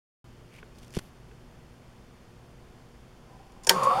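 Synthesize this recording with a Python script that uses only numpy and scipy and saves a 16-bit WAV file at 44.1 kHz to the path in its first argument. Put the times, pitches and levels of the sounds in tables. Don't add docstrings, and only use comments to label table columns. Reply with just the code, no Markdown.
import sys
import numpy as np
from scipy import signal
from scipy.fft import rfft, irfft
from scipy.io import wavfile

SR = 44100
rng = np.random.default_rng(int(sys.argv[2]) if len(sys.argv) > 2 else 0)


def unload_wav(signal):
    wavfile.write(
        sys.argv[1],
        SR,
        np.round(np.clip(np.atleast_2d(signal).T, -1, 1) * 32767).astype(np.int16),
    )


N = 176400
T = np.arange(N) / SR
CLACK_S = 3.6942


def from_db(db):
    return 10 ** (np.asarray(db) / 20)


def rms_one(x):
    return x / np.sqrt(np.mean(x ** 2) + 1e-20)


def in_time(rows):
    return np.interp(T, *np.transpose(rows))


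def noise(colour):
    hz, db = np.transpose(colour)
    f = np.maximum(np.arange(N // 2 + 1) * SR / N, 1)
    gain = from_db(np.interp(np.log(f), np.log(hz), db))
    return rms_one(irfft(rfft(rng.standard_normal(N)) * gain, N))


def drift(corner_hz):
    f = np.arange(N // 2 + 1) * SR / N
    return rms_one(irfft(rfft(rng.standard_normal(N)) / (1 + (f / corner_hz) ** 2), N))


def decay(s, t60):
    return (T >= s) * from_db(-60 * np.maximum(T - s, 0) / t60)


def ring(impulses, hz, t60):
    r, w = from_db(-60 / (t60 * SR)), 2 * np.pi * hz / SR
    return signal.lfilter([0, np.sin(w)], [1, -2 * r * np.cos(w), r * r], impulses + 1e-18)


def strike(hits, modes, spread_db):
    s, db = np.transpose(hits)
    chance, out = rng.standard_normal((len(s), len(modes))), 0
    for k, (hz, mode_db, t60) in enumerate(modes):
        impulses = np.zeros(N)
        impulses[(s * SR).astype(int)] = from_db(db + mode_db + spread_db * chance[:, k])
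        out = out + (-1) ** k * ring(impulses, hz, t60)
    return out


def resonate(x, peaks):
    out = 0
    for k, (hz, width, db) in enumerate(peaks):
        r = np.exp(-np.pi * width / SR)
        poles = [1, -2 * r * np.cos(2 * np.pi * hz / SR), r * r]
        out = out + (-1) ** k * from_db(db) * (1 - r * r) / 2 * signal.lfilter([1, 0, -1], poles, x)
    return out


def room():
    # (f/Hz, relative level/dB)
    spectrum = [(20, -4.5), (55, 1), (88, -10), (125, -3.5), (200, -8), (300, -12.5), (420, -14),
                (1000, -19.5), (2000, -26), (4500, -31.5), (10000, -40), (15500, -48)]
    # (f/Hz, rms level/dB)
    lines = [(120, -60), (240, -66), (360, -68), (480, -70.5), (3090, -82)]
    background = from_db(-52) * noise(spectrum)
    hum = sum(from_db(db) * np.sin(2 * np.pi * hz * T + 0.3 * drift(12)) for hz, db in lines)
    return background + np.sqrt(2) * hum


def hand():
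    # (f/Hz, relative level/dB)
    spectrum = [(200, 9), (1000, -6.5), (2000, 1.5), (3000, 4), (7000, -6), (11000, -6.5), (15500, -31)]
    # (t/s, duration/s, level/dB, f/Hz, bandwidth/Hz, relative hiss/dB, grain spread/dB)
    rubs = [(0.51, .1, -59, 2340, 420, -3.5, 4), (0.734, 0.18, -72, 5000, 3000, -0.5, 6.5),
            (0.818, 0.04, -70.5, 5000, 4000, 4, 5), (.905, 0.071, -61, 5500, 3000, -5, 7),
            (0.988, 0.11, -71.5, 12000, 2500, 8, 2)]
    # (t/s, level/dB, t60/s)
    crackles = [(0.9389, -39.5, 0.0089), (0.947, -39, 0.022), (.9518, -33.5, 0.0091), (0.957, -42.5, 0.035),
                (0.9658, -35, .012), (.9688, -35, 0.007), (0.974, -40, 0.037), (.988, -32, 0.023),
                (.9925, -31.5, 0.0057)]
    grip = noise(spectrum)
    out = grip * sum(from_db(db) * decay(s, t60) for s, db, t60 in crackles)
    for s, length, db, hz, width, hiss_db, grain_db in rubs:
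        progress = np.clip((T - s) / length, 0, 1)
        stroke = np.sqrt(np.clip(np.sin(np.pi * progress), 0, 1))
        rub = rms_one(resonate(rng.standard_normal(N), [(hz, width, 0)])) + from_db(hiss_db) * grip
        out = out + stroke * from_db(db + grain_db * drift(120)) * rub
    return out


def clicks():
    # (t/s, level/dB)
    hits = [(.6285, -41), (.6312, -47.5), (1.3135, -48)]
    # (f/Hz, relative level/dB, t60/s)
    modes = [(435, -4, 0.066), (950, -4, .025), (1470, -1, 0.016), (1660, -1.5, 0.023),
             (2030, -1.5, 0.0085), (2650, -5, .012), (3300, -9, 0.01)]
    return strike(hits, modes, spread_db=4.5)


def bump():
    # (t/s, level/dB, f/Hz, t60/s)
    blows = [(0.9693, -15.5, 370, 0.014), (0.9734, -14, 165, 0.022)]
    return sum(from_db(db) * decay(s, t60) * np.sin(2 * np.pi * hz * (T - s))
               for s, db, hz, t60 in blows)


def coin():
    # (t/s, level/dB)
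    roll = [(2.4, -88), (2.75, -65), (3.1, -76), (3.35, -58), (3.62, -63), (3.68, -46.5)]
    # (f/Hz, bandwidth/Hz, relative level/dB)
    chute = [(767, 51, 11.5), (1030, 37, 8.5), (4950, 870, -16)]
    rolling = (T > roll[0][0]) * (T < CLACK_S)
    level = from_db(in_time(roll) + 2 * drift(25))
    return rolling * level * rms_one(resonate(rng.standard_normal(N), chute))


def lever():
    # (t/s, level/dB, t60/s, relative level of broad noise/dB)
    touches = [(3.52, -62.5, 0.033, 0.5), (3.635, -48, 0.046, -1), (3.647, -45.5, 0.038, -1),
               (3.6689, -25.5, 0.02, -3), (3.671, -21.5, 0.034, -10), (3.6907, -25, 0.016, -5),
               (3.833, -41, 0.12, 5)]
    # (f/Hz, bandwidth/Hz, relative level/dB)
    peaks = [(2500, 200, -9.5), (5580, 240, 1), (6990, 130, 4), (9170, 640, -7.5)]
    # (f/Hz, relative level/dB)
    spectrum = [(100, -11), (400, -1), (1500, -3), (4000, 2.5), (10000, -0.5), (15500, -16)]
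    ringing = rms_one(resonate(rng.standard_normal(N), peaks))
    broad = noise(spectrum)
    return sum(from_db(db) * decay(s, t60) * (ringing + from_db(broad_db) * broad)
               for s, db, t60, broad_db in touches)


def cabinet():
    # (t/s, level/dB)
    knocks = [(3.672, -32), (3.698, -31), (3.7045, -24.5), (3.7098, -23.5)]
    # (f/Hz, relative level/dB, t60/s)
    modes = [(185, -17.5, 0.23), (378, -2, 0.24), (494, 3, 0.054), (685, -2.5, 0.033), (742, -11, 0.091),
             (910, 3, 0.059), (1107, -6, 0.045), (1444, -9, 0.092), (1568, -3, 0.13), (1656, -3.5, 0.045),
             (1824, -7, 0.1), (2354, -7, 0.12)]
    return strike(knocks, modes, spread_db=2.5)


def clack():
    # (f/Hz, relative level/dB, t60/s)
    short_modes = [(2060, -6, .012), (3140, 7.5, 0.01), (4350, -2.5, 0.013), (4820, -5, 0.011),
                   (5500, -2.5, 0.0093), (6890, -16, 0.028), (8300, -13, .01), (9440, -14, 0.012),
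                   (12220, -18, .009), (13800, -6, 0.0081)]
    lasting_modes = [(3070, -36, 0.32), (3500, -50, .3), (5680, -44, 0.26), (6800, -42, 0.52),
                     (8500, -34, 0.18), (9400, -47, 0.17)]
    # (f/Hz, relative level/dB)
    crack_spectrum = [(100, -24), (1200, -9), (2400, -9), (5000, 2), (10000, 0), (15500, -10)]
    rattle_spectrum = [(60, -19), (300, -15), (1000, -2), (1500, -1), (2000, 3.5), (2700, -4.5),
                       (4800, 1.5), (7000, -7.5), (11000, -10), (15500, -24)]
    snap = strike([(CLACK_S, -3.5)], short_modes + lasting_modes, spread_db=3.5)
    crack = from_db(-12) * decay(CLACK_S, t60=0.017) * noise(crack_spectrum)
    early = from_db(-16.5) * decay(CLACK_S, t60=0.073)
    tail = from_db(-35) * decay(CLACK_S, t60=0.33)
    return snap + crack + (early + tail) * noise(rattle_spectrum)


def gear_tone(curve, partials):
    jitter, flutter_db, shaft_hz, wobble_depth = 0.01304, 1.0, 66.2, 0.39
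    s, hz, db = np.transpose(curve)
    pitch = np.interp(T, s, hz) * (1 + jitter * drift(57.4))
    phase = 2 * np.pi * np.cumsum(pitch) / SR
    level = from_db(np.interp(T, s, db) + flutter_db * drift(60)) * (T >= s[0])
    wobble = 1 + wobble_depth * np.sin(2 * np.pi * shaft_hz * T + drift(9.9))
    tone = sum(from_db(partial_db) * np.sin(ratio * phase) for ratio, partial_db in partials)
    return np.sqrt(2) * level * wobble * tone


def motor():
    # (t/s, f/Hz, level/dB)
    whine = [(3.725, 1088, -46), (3.745, 1087, -33), (3.78, 1099, -28.5), (3.805, 1115, -41),
             (3.825, 1096, -27.5), (3.85, 1061, -31.5), (3.873, 1093, -16), (3.892, 1117, -22),
             (3.902, 1102, -24), (3.912, 1110, -26), (3.94, 1200, -43), (4.0, 1313, -54)]
    # (frequency ratio, relative level/dB)
    partials = [(0.483, -12), (1, 0)]
    # (t/s, nominal f/Hz, level/dB)
    climb = [(3.885, 735, -60), (3.912, 754, -27), (3.94, 761, -36), (3.97, 791, -26.5), (4.0, 860, -28)]
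    # (t/s, f/Hz, level/dB)
    groan = [(3.73, 190, -41), (3.765, 186.7, -37), (3.80, 141, -43), (3.84, 129.5, -43.5),
             (3.89, 131, -48), (3.925, 133, -61), (3.975, 130, -42), (4.0, 130, -56)]
    # (t/s, level/dB)
    grind_levels = [(3.72, -27), (3.79, -33), (3.835, -29), (3.88, -32.5), (3.925, -24.5), (3.95, -31),
                    (4.0, -28.5)]
    # (f/Hz, relative level/dB)
    whirr_spectrum = [(30, -50), (85, -38), (130, -7), (200, -3.5), (280, -10.5), (480, -0.5), (1200, 2),
                      (1550, -10.5), (3000, -14), (5000, -26), (10000, -26), (15500, -40)]
    rough_spectrum = [(200, -12), (500, 7), (1300, 3.5), (2500, -15), (8000, -40)]
    # (f/Hz, bandwidth/Hz, relative level/dB)
    housing = [(447, 25, -15), (512.3, 32, -1.5), (576, 39, -5.5), (670, 52, -26), (890, 80, -4.5),
               (946, 65, -5), (1018, 32, 1), (1147, 61, 0.5), (1310, 68, -3.5)]
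    housing_treble = [(2380, 42, 3), (2850, 74, 1), (3100, 44, -7), (3610, 120, 4.5), (4620, 310, 2),
                      (5240, 190, -4), (7000, 140, -16), (8900, 300, -16)]
    start_s, fade_in_s, rise_db_per_s = 3.715, 0.036, 29
    ripple_hz, ripple_depth = 119.4, 0.13
    running = np.clip((T - start_s) / fade_in_s, 0, 1)
    gears = gear_tone(whine, partials) + gear_tone(climb, partials=[(0.97, 0)])
    grind = from_db(in_time(grind_levels)) * rms_one(resonate(noise(rough_spectrum), housing))
    whirr = from_db(-33.5) * noise(whirr_spectrum)
    swell = from_db(-55.5 + rise_db_per_s * (T - start_s))
    bright = swell * rms_one(resonate(rng.standard_normal(N), housing_treble))
    ripple = 1 + ripple_depth * np.sin(2 * np.pi * ripple_hz * T)
    return running * ((gears + grind + whirr + bright) * ripple + gear_tone(groan, partials=[(1, 0)]))


def scene():
    return (room() + clicks() + hand() + bump() + coin() + lever() + clack() + cabinet() + motor())[None]


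def record(dry):
    on_s, overload, cutoff_hz = 0.243, 0.85, 15800
    # (f/Hz, bandwidth/Hz)
    dips = [(3930, 246), (7870, 190)]
    x = dry * (T >= on_s)
    for hz, width in dips:
        x = signal.lfilter(*signal.iirnotch(hz, hz / width, fs=SR), x)
    x = np.clip(x, -overload, overload)
    return signal.sosfilt(signal.ellip(10, .1, 70, cutoff_hz, fs=SR, output="sos"), x)


dry = scene()
out = record(dry)
unload_wav(out)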